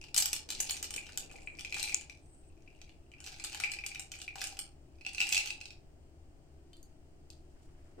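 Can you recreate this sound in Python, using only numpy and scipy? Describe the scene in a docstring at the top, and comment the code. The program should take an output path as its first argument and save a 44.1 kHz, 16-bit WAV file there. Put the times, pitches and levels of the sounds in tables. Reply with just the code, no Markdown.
"""Dried berries tick on the plastic lid of a spice jar, close by, shaken through its sifter into a palm.
Others ring the hand-damped glass wall; each tilt sets the heap rattling, and the jar's air sounds hollow.
The cap snaps open, fingers slide, and late on three berries drop onto herbs in a glass; a nail tick follows.
Impacts are sums of damped modes, slides are filtered noise, and a quiet kitchen drones beneath."""
import sys
import numpy as np
from scipy import signal
from scipy.fft import rfft, irfft
from scipy.io import wavfile
from scipy.ndimage import uniform_filter1d

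SR = 44100
rng = np.random.default_rng(int(sys.argv[2]) if len(sys.argv) > 2 else 0)


def pcm_store(signal):
    """Save signal as 16-bit PCM."""
    levels = np.round(np.clip(np.atleast_2d(signal), -1, 1) * 32767)
    wavfile.write(sys.argv[1], SR, levels.astype(np.int16).T)


N = 352800
CLICK_SIZE, ATTACK_SIZE = 1024, 160  # samples: length of a short impact, and of the attack that sets its level
TUMBLE_DEPTH_DB = 21.5  # a tumble swells by this much over its build-up and loses it while settling
REST_S = 5.8  # no berry of the heap moves after this time
AIR_DB = -51  # background level before the microphone colour
EDGE_HZ = 16300  # upper band limit

# Ticks on the plastic lid: berries in the tipped or righted jar, and the cap's rebound:
# start_s, tick_db, upper_minus_lower_modes_db
LID_IMPACTS = [(.04, -49, -12), (.145, -30.5, -6), (.164, -27.5, 1.5), (.178, -22.5, 5), (.181, -24, 5),
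               (.203, -29.5, 9), (.2235, -27.5, -5), (.258, -27, 3.5), (.331, -28, 0), (.3645, -38.5, -3),
               (.490, -43, -2), (.504, -32.5, -3), (.523, -40, 3), (.6035, -26.5, 15), (.696, -33.5, -17),
               (.709, -31, 14), (.768, -42, -7), (.828, -34.5, 4), (.843, -38, -19), (.907, -40, 7),
               (.940, -38, 0), (.963, -36.5, 7), (1.067, -50, -11), (1.092, -55, -12), (1.175, -31.5, 3.5),
               (1.314, -56, 6), (1.594, -44, -5.5), (1.609, -45, -2), (2.011, -49, 5), (2.894, -61, -9),
               (3.204, -50, 7.5), (3.264, -43.5, -7), (3.273, -44.5, -11), (3.440, -36.5, 6),
               (3.447, -36, -6), (3.530, -45, -7), (3.547, -39, -4), (3.601, -36.5, -5.5),
               (3.718, -37.5, -2), (3.864, -36, 2.5), (3.948, -43.5, -10), (3.996, -38, 3),
               (4.118, -41.5, -1), (4.153, -50, -4), (4.189, -51, 16), (4.217, -41, -1.5),
               (4.357, -44.5, -2), (4.416, -34.5, -8), (4.441, -38, 7), (4.472, -40, 5), (4.570, -51, -6),
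               (4.591, -35, 4), (5.291, -35, 2.5), (5.335, -35, 1.5), (5.459, -37, -8),]
# Berries falling back against the glass wall: start_s, ring_db, tick_db
WALL_IMPACTS = [(.980, -36.5, -60), (1.358, -50.5, -62), (1.474, -37.5, -64.5), (1.588, -44.5, -54),
                (1.649, -37.5, -42), (1.725, -34.5, -41.5), (1.744, -35, -37.5), (1.797, -52, -35.5),
                (1.829, -49, -31), (1.840, -37, -39.5), (1.877, -37, -51), (1.895, -38, -47),
                (1.926, -39, -50), (2.098, -46, -50), (2.677, -55, -75.5), (2.816, -57, -51.5),
                (3.138, -50.5, -68), (3.399, -47, -43.5), (3.638, -26.5, -39), (3.645, -28, -41),
                (3.737, -38.5, -42.5), (3.788, -39, -49.5), (3.839, -37, -62), (3.917, -42.5, -53),
                (3.958, -40, -55), (4.139, -45, -55.5), (4.280, -36, -55), (4.986, -68, -70.5),
                (5.011, -53, -61.5), (5.050, -44, -52.5), (5.065, -33, -40), (5.148, -43.5, -39.5),
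                (5.182, -32, -40), (5.204, -26, -31), (5.215, -25.5, -34), (5.224, -32, -40.5),
                (5.326, -28, -26.5), (5.347, -32, -28.5), (5.368, -27, -32.5), (5.378, -26.5, -28.5),
                (5.474, -42, -38), (5.505, -34, -39), (5.613, -44, -45.5), (5.656, -50.5, -44),
                (5.706, -51.5, -49.5)]
# Freedom of the jar as the grip loosens: time_s, freedom_db, mean_wall_ring_hz
GRIP_LOOSENESS = [(0, -9.5, 2425), (4.9, -9.5, 2420), (5.06, 0, 2622), (5.7, 1, 2615)]
# Lasting modes of the spice jar: mode_hz, level_db, t60_s
JAR_MODES = [(1440, -21.5, .07), (2584, -21, .17), (2570, -17, .17), (2760, -26.5, .15), (3875, -20, .04),
             (4120, -14, .05), (4244, -16, .04)]
# Tilts and shakes that set the heap tumbling: peak_s, build_up_s, settling_s, ticking_db, ring_re_ticking_db
HEAP_TUMBLES = [(.02, .1, 0.24, -57.5, 7.5), (.19, 0.054, 0.14, -38, -5.5), (0.698, .28, 0.34, -47.5, 0),
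                (1.08, 0.13, 0.94, -59, 4.5), (1.831, .15, .24, -44, 2), (2.8, 0.49, .6, -79.5, 10),
                (3.15, .1, .2, -72.5, 17), (3.28, .07, .25, -52, 0), (3.599, .3, .6, -52.5, 5),
                (4.18, .08, 0.11, -56, -3), (4.44, 0.096, 0.16, -47, 3), (5.36, 0.3, 0.23, -43.5, 6.5)]
# Knocks that sound hollow in the jar's air or thud in the lid, the cap's snap among them:
# start_s, air_note_db, plastic_thud_db
HOLLOW_KNOCKS = [(1.091, -54, -52), (1.313, -60, -58.5), (1.341, -48.5, -76), (1.766, -40, -44),
                 (1.945, -49, -56.5), (3.273, -55, -54), (3.445, -47, -46.5), (3.547, -43, -49),
                 (3.601, -46.5, -40.5), (3.996, -73, -51.5), (4.357, -40.5, -49), (4.376, -43, -58),
                 (4.416, -66, -39.5), (4.527, -45.5, -69), (5.065, -51.5, -64)]
# Mean note of the jar's air, lower while the palm shades its mouth: time_s, pitch_hz
AIR_PITCH = [(.2, 840), (1, 833), (1.4, 779), (1.8, 836), (3.6, 812), (4.2, 776), (4.5, 808), (5.05, 779),
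             (5.35, 834)]
# Berries landing on herbs and touching the glass: start_s, tick_db, ring_db, best_rung_hz
HERB_DROPS = [(6.732, -63, -54.5, 3100), (6.768, -64, -68, 4200), (6.829, -54, -69, 4900)]
# Modes of the herb glass, before the striking spot weights them: mode_hz, level_db, t60_s
GLASS_MODES = [(3130, -3.5, 0.076), (3580, 6, 0.029), (4130, 8, 0.035), (4600, 6, 0.085), (6600, -20, 0.38),
               (7920, -10, 0.23)]
# Skin and sleeve sliding, hands closing on the glass: start_s, end_s, centre_hz, width_hz, level_db
HAND_SLIDES = [(0, 2.3, 360, 392, -59), (1.384, 1.58, 7600, 1500, -69), (2.171, 2.55, 8260, 728, -72.5),
               (3.1, 3.75, 1520, 201.3, -68.5), (7.2, 8.5, 6000, 5950, -81.5),
               (7.45, 8.1, 895, 1380, -73.5), (7.971, 8.08, 346, 195, -42)]
# Where the jar is held: time_s, left_minus_right_db
JAR_PLACE = [(0, 5), (.6, 2.5), (1.2, 5.5), (2.7, 8), (3.3, 1), (3.65, 5.5), (5.1, -1.5), (5.7, 0),
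             (6.7, 6), (7.3, 7)]
# Decay of the room: frequency_hz, t60_s
ROOM_DECAY = [(500, 0.48), (2500, 0.26), (5000, 0.26), (8500, 0.21), (15000, 0.13)]
# Colour of the room: frequency_hz, level_db
ROOM_COLOUR = [(600, 0.5), (1500, -2.5), (2400, -1), (2750, -4), (3600, 1.5), (5000, -3), (6500, -3),
               (8500, -3), (10000, 2), (15000, -7)]
# Spectral shape of the kitchen background: frequency_hz, density_db_per_hz (relative)
KITCHEN_SPECTRUM = [(25, 1.5), (45, -9), (75, 1.5), (108, -14), (142, -7.5), (190, -22), (335, -10.5),
                    (500, -25), (660, -19.5), (1000, -33), (2200, -41.5), (9000, -46), (9700, -58),
                    (16000, -52.5)]
# Left-right correlation of the background: frequency_hz, correlation (no unit)
KITCHEN_CORRELATION = [(60, 0.92), (180, 0.92), (550, 0.51), (1650, -0.22), (4970, -0.24), (15000, -0.0)]
# Colour of the microphone: frequency_hz, level_db
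MIC_COLOUR = [(1000, -5), (3000, 1), (3600, -6), (4900, 0), (6000, -2.5), (8400, 1.5), (9100, 2),
              (9800, -6), (11500, -2.5), (16000, -2.5)]


def lid_hits(snap_db=-10.0, snap_growth=0.46, wall_db=-49, neck_db=-47.0, neck_hz=2940, growth=.55, usual_db=-35):
    """Impact hardness: harder hits on plastic snap more sharply; neck and wall are driven only weakly."""
    s, level, bright = np.array(LID_IMPACTS, float).T[:, :, None, None]
    force = level - usual_db
    snap = snap_db + snap_growth * force
    out = clicks((s, level), bright, snap, wall_db + growth * force, jar_db=-7.5)
    scattered_hz = neck_hz * rng.normal(1, .025, s.shape)
    neck = amp(neck_db + growth * force) * rings(scattered_hz)
    for at, sound in zip(s.ravel(), neck):
        add(out, at, sound)
    return out


def wall_hits(bright_db=-6., dulling=0.31, snap_db=-18.5, snap_growth=0.74, usual_db=-40):
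    """Wall excitation: glass rings under a dull tick, duller as the jar comes upright and the grip loosens."""
    s, ring, level = np.array(WALL_IMPACTS, float).T[:, :, None, None]
    force = level - usual_db
    loosened_db = np.interp(s, *np.transpose(GRIP_LOOSENESS)[:2]) - GRIP_LOOSENESS[0][1]
    snap = snap_db + snap_growth * np.maximum(force, 0) - dulling * loosened_db
    bright = bright_db + snap_growth * force / 2 - dulling * loosened_db / 2
    return clicks((s, level), bright, snap, ring, jar_db=-4.5)


def clicks(hits, bright_db, snap_db, wall_db, jar_db, scatter=.012, rebound_db=-5.5, rebound_s=.0012):
    """Impact and rebound: a hit ticks twice and shares energy with the wall; a loosely held jar rings on."""
    s, level = hits
    lower_db = -10 * np.log10(1 + amp(bright_db) ** 2)  # lower and upper modes share the energy
    hz = np.interp(s, *np.transpose(GRIP_LOOSENESS)[::2]) * rng.normal(1, scatter, s.shape)
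    tick = amp(level) * ticks(len(s), lower_db, lower_db + bright_db, snap_db)
    wall = amp(wall_db) * rings(hz)
    out = knocked(s.ravel(), wall_db.ravel() + jar_db, modes(JAR_MODES)) * amp(follow(GRIP_LOOSENESS))
    for at, touch, ring in zip(s.ravel() - .0006, tick, wall):
        add(out, at, touch + ring)
        add(out, at + rebound_s * rng.uniform(.5, 1.5), amp(rebound_db) * touch)
    return out


def ticks(count, clack_db, tick_db, snap_db, swell_s=.00028):
    """Contact spectrum: a dry husk excites a dull clack, a bright tick and a sharp snap, all very brief."""
    clack = husk(count, 3395, 6100, swell_s)
    tick = husk(count, 6100, 8620, swell_s)
    snap = husk(count, 9700, 15000, swell_s)
    return amp(clack_db) * clack + amp(tick_db) * tick + amp(snap_db) * snap


def husk(count, lo_hz, hi_hz, swell_s, same=0.34, skid=3., order=6):
    """Multiple contact: a wrinkled husk skids over points, each exciting a heavily damped mode.

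    Each side hears the modes at slightly different phases; skid counts swell times.
    """
    t = np.arange(CLICK_SIZE) / SR
    draws = rng.random((count, 6, order, 1, 1))
    place, phase, apart, size, life, late = draws.transpose(1, 2, 0, 3, 4)
    slot = np.arange(order)[:, None, None, None]
    hz = lo_hz + (hi_hz - lo_hz) * (slot + place) / order
    age = np.maximum(t / swell_s - skid * (late - late.min(0)), 0) / (.5 + life)
    envelope = (0.63 + size) * age ** 2 * np.exp(-1.3 * age)
    turn = phase + np.array([[0], [1]]) * (-hz / SR + (1 - same) * (apart - .5))  # cycles
    return struck(np.sum(envelope * np.sin(2 * np.pi * (hz * t + turn)), 0))


def rings(hz, swell_s=0.0011, lag=0.89):
    """Heavy damping: a ring swells and soon dies, the right side lagging in phase (radians)."""
    t = np.arange(CLICK_SIZE) / SR
    phase = 2 * np.pi * (hz * t + rng.random(hz.shape)) - lag * np.array([[0], [1]])
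    envelope = (t / swell_s + 0.21) * np.exp(-t / swell_s)
    return struck(envelope * np.sin(phase))


def rattle(per_s=240, spread_db=3.5, tick_db=-4.0, ring_db=-8.0, air_db=-60., air_growth=0.68,
           air_t60=.09, full_db=-47, count=48):
    """Random superposition: many light touches also stir the jar's air; a quieter heap moves fewer berries.

    per_s counts candidate touches before thinning; count is the number of different touch sounds.
    """
    clack_db, upper_db, snap_db = 3 * rng.standard_normal((3, count, 1, 1))
    tick = ticks(count, clack_db - 0.5, upper_db - 5.5, snap_db - 14.5, swell_s=0.00014)
    ring = rings(rng.normal(2550, 180, (count, 1, 1)))
    when, kind, chance, *sizes = rng.random((int(per_s * REST_S), 6)).T
    when = when * REST_S
    ticking, ringing = tumbling(when)
    moving = np.clip(amp(.7 * (ticking - full_db)), .15, 1)  # share of candidates that sound
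    sizes = evened(amp(spread_db * np.minimum(-np.log(sizes), 3)))
    sizes = sizes * np.sqrt(SR / ATTACK_SIZE / per_s / moving)  # offsets the number of touches
    air_level = air_db + air_growth * (ticking - full_db)
    tick_gain, ring_gain, air_gain = sizes * amp([ticking + tick_db, ringing + ring_db, air_level])
    out = np.zeros((2, N))
    for i in np.flatnonzero(chance < moving):
        k = int(kind[i] * count)
        add(out, when[i], tick_gain[i] * tick[k] + ring_gain[i] * ring[k])
        add(out, when[i], air_gain[i] * air_note(when[i], air_t60))
    return out


def tumbling(when):
    """Granular agitation: ticking and ringing (dB) swell to each tumble's peak and die away."""
    peak, build, settle, db, ring = np.transpose(HEAP_TUMBLES)[:, :, None]
    rise = ((peak - when) / build) ** 2
    fall = (when - peak) / settle
    level = db - TUMBLE_DEPTH_DB * np.where(when < peak, rise, fall)
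    return level.max(0), (level + ring).max(0)


def hollow(lid_air_db=-52.0, lid_thud_db=-51., wall_air_db=-50.5, wall_thud_db=-57., air_t60=0.082,
           growth=0.69, usual_db=-35):
    """Cavity excitation: each knock rings the jar's air and thuds in the lid; force adds less bass than treble."""
    knocks = list(HOLLOW_KNOCKS)
    for s, db, _ in LID_IMPACTS:
        gain_db = growth * (db - usual_db)
        knocks.append((s, lid_air_db + gain_db, lid_thud_db + gain_db))
    for s, _, db in WALL_IMPACTS:
        gain_db = growth * (db - usual_db)
        knocks.append((s, wall_air_db + gain_db, wall_thud_db + gain_db))
    t = np.arange(SR // 6) / SR
    out = np.zeros((2, N))
    for s, air_db, thud_db in knocks:
        burst = rng.standard_normal((1, len(t))) * np.exp(-t / 0.0035)
        thud = struck(band(burst, 1250, 1827, order=1))
        add(out, s, amp(air_db) * air_note(s, air_t60, scatter=.012) + amp(thud_db) * thud)
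    return out


def air_note(s, t60, scatter=0.041):
    """Cavity resonance: the jar's air rings like a bottle after a touch at time s."""
    t = np.arange(SR // 6) / SR
    hz = np.interp(s, *np.transpose(AIR_PITCH)) * rng.normal(1, scatter)
    return amp(-60 * t / t60) * np.sin(2 * np.pi * hz * t)


def hinge(s=1.945, snap_db=-23.5, snap_hz=7000, tick_db=-31.0, wall_db=-35.5, wall_hz=2440):
    """Snap-through: the flip cap passes over its hinge in a bright plastic ping that also rings the wall."""
    out = np.zeros((2, N))
    add(out, s, amp(snap_db) * rings(np.array([[snap_hz]]), swell_s=0.00025, lag=.8))
    add(out, s, amp(tick_db) * ticks(1, clack_db=-6, tick_db=0.0, snap_db=-19.5)[0])
    add(out, s, amp(wall_db) * rings(np.array([[wall_hz]])))
    return out


def drops(falloff_db_per_octave=23.0):
    """Modal selection: three berries fall on dry herbs and make the glass ping faintly, by spot."""
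    out = np.zeros((2, N))
    touches = ticks(len(HERB_DROPS), clack_db=-23.0, tick_db=-2.5, snap_db=-7.0)
    for (s, tick_db, ring_db, spot_hz), tick in zip(HERB_DROPS, touches):
        rung = []
        for hz, db, t60 in GLASS_MODES:
            octaves = abs(np.log2(hz / spot_hz))
            rung.append((hz, db - falloff_db_per_octave * octaves, t60))
        add(out, s, amp(ring_db) * modes(rung))
        add(out, s, amp(tick_db) * tick)
    return out


def fingernail(s=7.3025, tick_db=-48.5, wall_db=-63.5, wall_hz=2630):
    """Light external impact: a nail ticks on the standing jar, which hardly rings."""
    out = np.zeros((2, N))
    tick = ticks(1, clack_db=-2.5, tick_db=-6.5, snap_db=-16)[0]
    wall = rings(np.array([[wall_hz]]))
    add(out, s, amp(tick_db) * tick + amp(wall_db) * wall)
    return out


def slides(flutter_db=3.5):
    """Sliding friction: fingers and sleeve make a soft, uneven band of noise."""
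    out = np.zeros((2, N))
    for start, end, hz, width, db in HAND_SLIDES:
        n = max(int((end - start) * SR), CLICK_SIZE)
        hiss = band(rng.standard_normal((2, n)), max(hz - width / 2, 100), hz + width / 2)
        wander = evened(uniform_filter1d(rng.standard_normal(n), size=700))
        grip = amp(flutter_db * wander)
        add(out, start, amp(db) * evened(hiss * grip * signal.windows.tukey(n, .6)))
    return out


def room(x, first_s=0.0012, spread_db=5.0):
    """Reverberation: dense reflections from worktop and walls, each band dying at its own speed."""
    n = SR // 2
    taps = rng.standard_normal((2, n)) * amp(spread_db * rng.standard_normal((2, n)))
    taps *= rng.random((2, n)) < .15
    taps[:, :int(first_s * SR)] = 0
    hz, t, z = signal.stft(evened(taps), SR, nperseg=256)
    t60 = read(ROOM_DECAY, hz)[:, None]
    decay = amp(read(ROOM_COLOUR, hz)[:, None] - 60 * t / t60)
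    z *= decay * np.sqrt(2 * np.log(1000) / t60 / SR)  # equal energy whatever the decay time
    response = signal.istft(z, SR, nperseg=256)[1]
    return signal.fftconvolve(x, response, axes=1)[:, :N]


def background(left_db=1.):
    """Stationary noise: a steady low kitchen drone with faint hiss, partly correlated between the sides."""
    hz = np.fft.rfftfreq(N, 1 / SR)
    left, other = rfft(rng.standard_normal((2, N)))
    same = np.clip(read(KITCHEN_CORRELATION, hz), -1, 1)
    right = same * left + np.sqrt(1 - same ** 2) * other
    pair = np.array([left, right]) * amp(read(KITCHEN_SPECTRUM, hz))
    return amp(AIR_DB) * evened(irfft(pair, N)) * amp([[left_db], [-left_db]])


def modes(table):
    """Modal superposition: one knock is answered by a sum of decaying sines."""
    t = np.arange(SR // 2) / SR
    out = 0
    for hz, db, t60 in table:
        phase = 2 * np.pi * (hz * t + rng.random((2, 1)) / 4)
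        out = out + amp(db - 60 * t / t60) * np.sin(phase)
    return out


def knocked(times, levels_db, answer):
    """Linear superposition: the same answer sounds at each time and level."""
    knocks = np.zeros((1, N))
    for s, db in zip(times, levels_db):
        add(knocks, s, amp([db]))
    return signal.oaconvolve(knocks, answer, axes=1)[:, :N]


def struck(x):
    """Attack level: scales a short sound to rms 1 over its attack."""
    return x / np.sqrt(np.mean(x[..., :ATTACK_SIZE] ** 2, axis=-1, keepdims=True))


def band(x, lo_hz, hi_hz, order=2):
    """Band limitation: a causal band-pass filter."""
    return signal.lfilter(*signal.butter(order, [lo_hz, min(hi_hz, SR / 2.1)], "band", fs=SR), x)


def amp(db):
    """Logarithmic level: decibels to gain."""
    return 10 ** (np.asarray(db) / 20)


def evened(x):
    """Effective value: scales to rms 1."""
    return x / np.sqrt(np.mean(x ** 2) + 1e-20)


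def read(points, hz):
    """Logarithmic frequency: interpolates a table on a log-frequency axis."""
    f, value = np.transpose(points)
    return np.interp(np.log(hz + 1), np.log(f + 1), value)


def follow(points, column=1):
    """Time variation: interpolates a table column to one value a sample."""
    rows = np.array(points)
    return np.interp(np.arange(N) / SR, rows[:, 0], rows[:, column])


def add(mix, s, sound):
    """Superposition: mixes a sound in at time s."""
    part = mix[..., max(round(s * SR), 0):][..., :sound.shape[-1]]
    part += sound[..., :part.shape[-1]]


def scene(jar_room_db=3.0, hinge_room_db=-4.5, drops_room_db=1.0):
    """Direct and diffuse sound: sources shift left and right; the room answers least to the nearby cap."""
    jar = lid_hits() + wall_hits() + rattle() + hollow() + fingernail()
    cap, herbs = hinge(), drops()
    direct = (jar + cap + herbs) * amp(follow(JAR_PLACE) * np.array([[.5], [-.5]]))
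    sent = amp(jar_room_db) * jar + amp(hinge_room_db) * cap + amp(drops_room_db) * herbs
    return direct + room(sent) + slides() + background()


def record(dry):
    """Transducer response: microphone colour, then the band limit."""
    colour = amp(read(MIC_COLOUR, np.fft.rfftfreq(N, 1 / SR)))
    coloured = irfft(rfft(dry) * colour, N)
    edge = signal.firwin(511, EDGE_HZ, window=("kaiser", 9), fs=SR)
    return signal.oaconvolve(coloured, edge[None], "same")


dry = scene()
out = record(dry)
pcm_store(out)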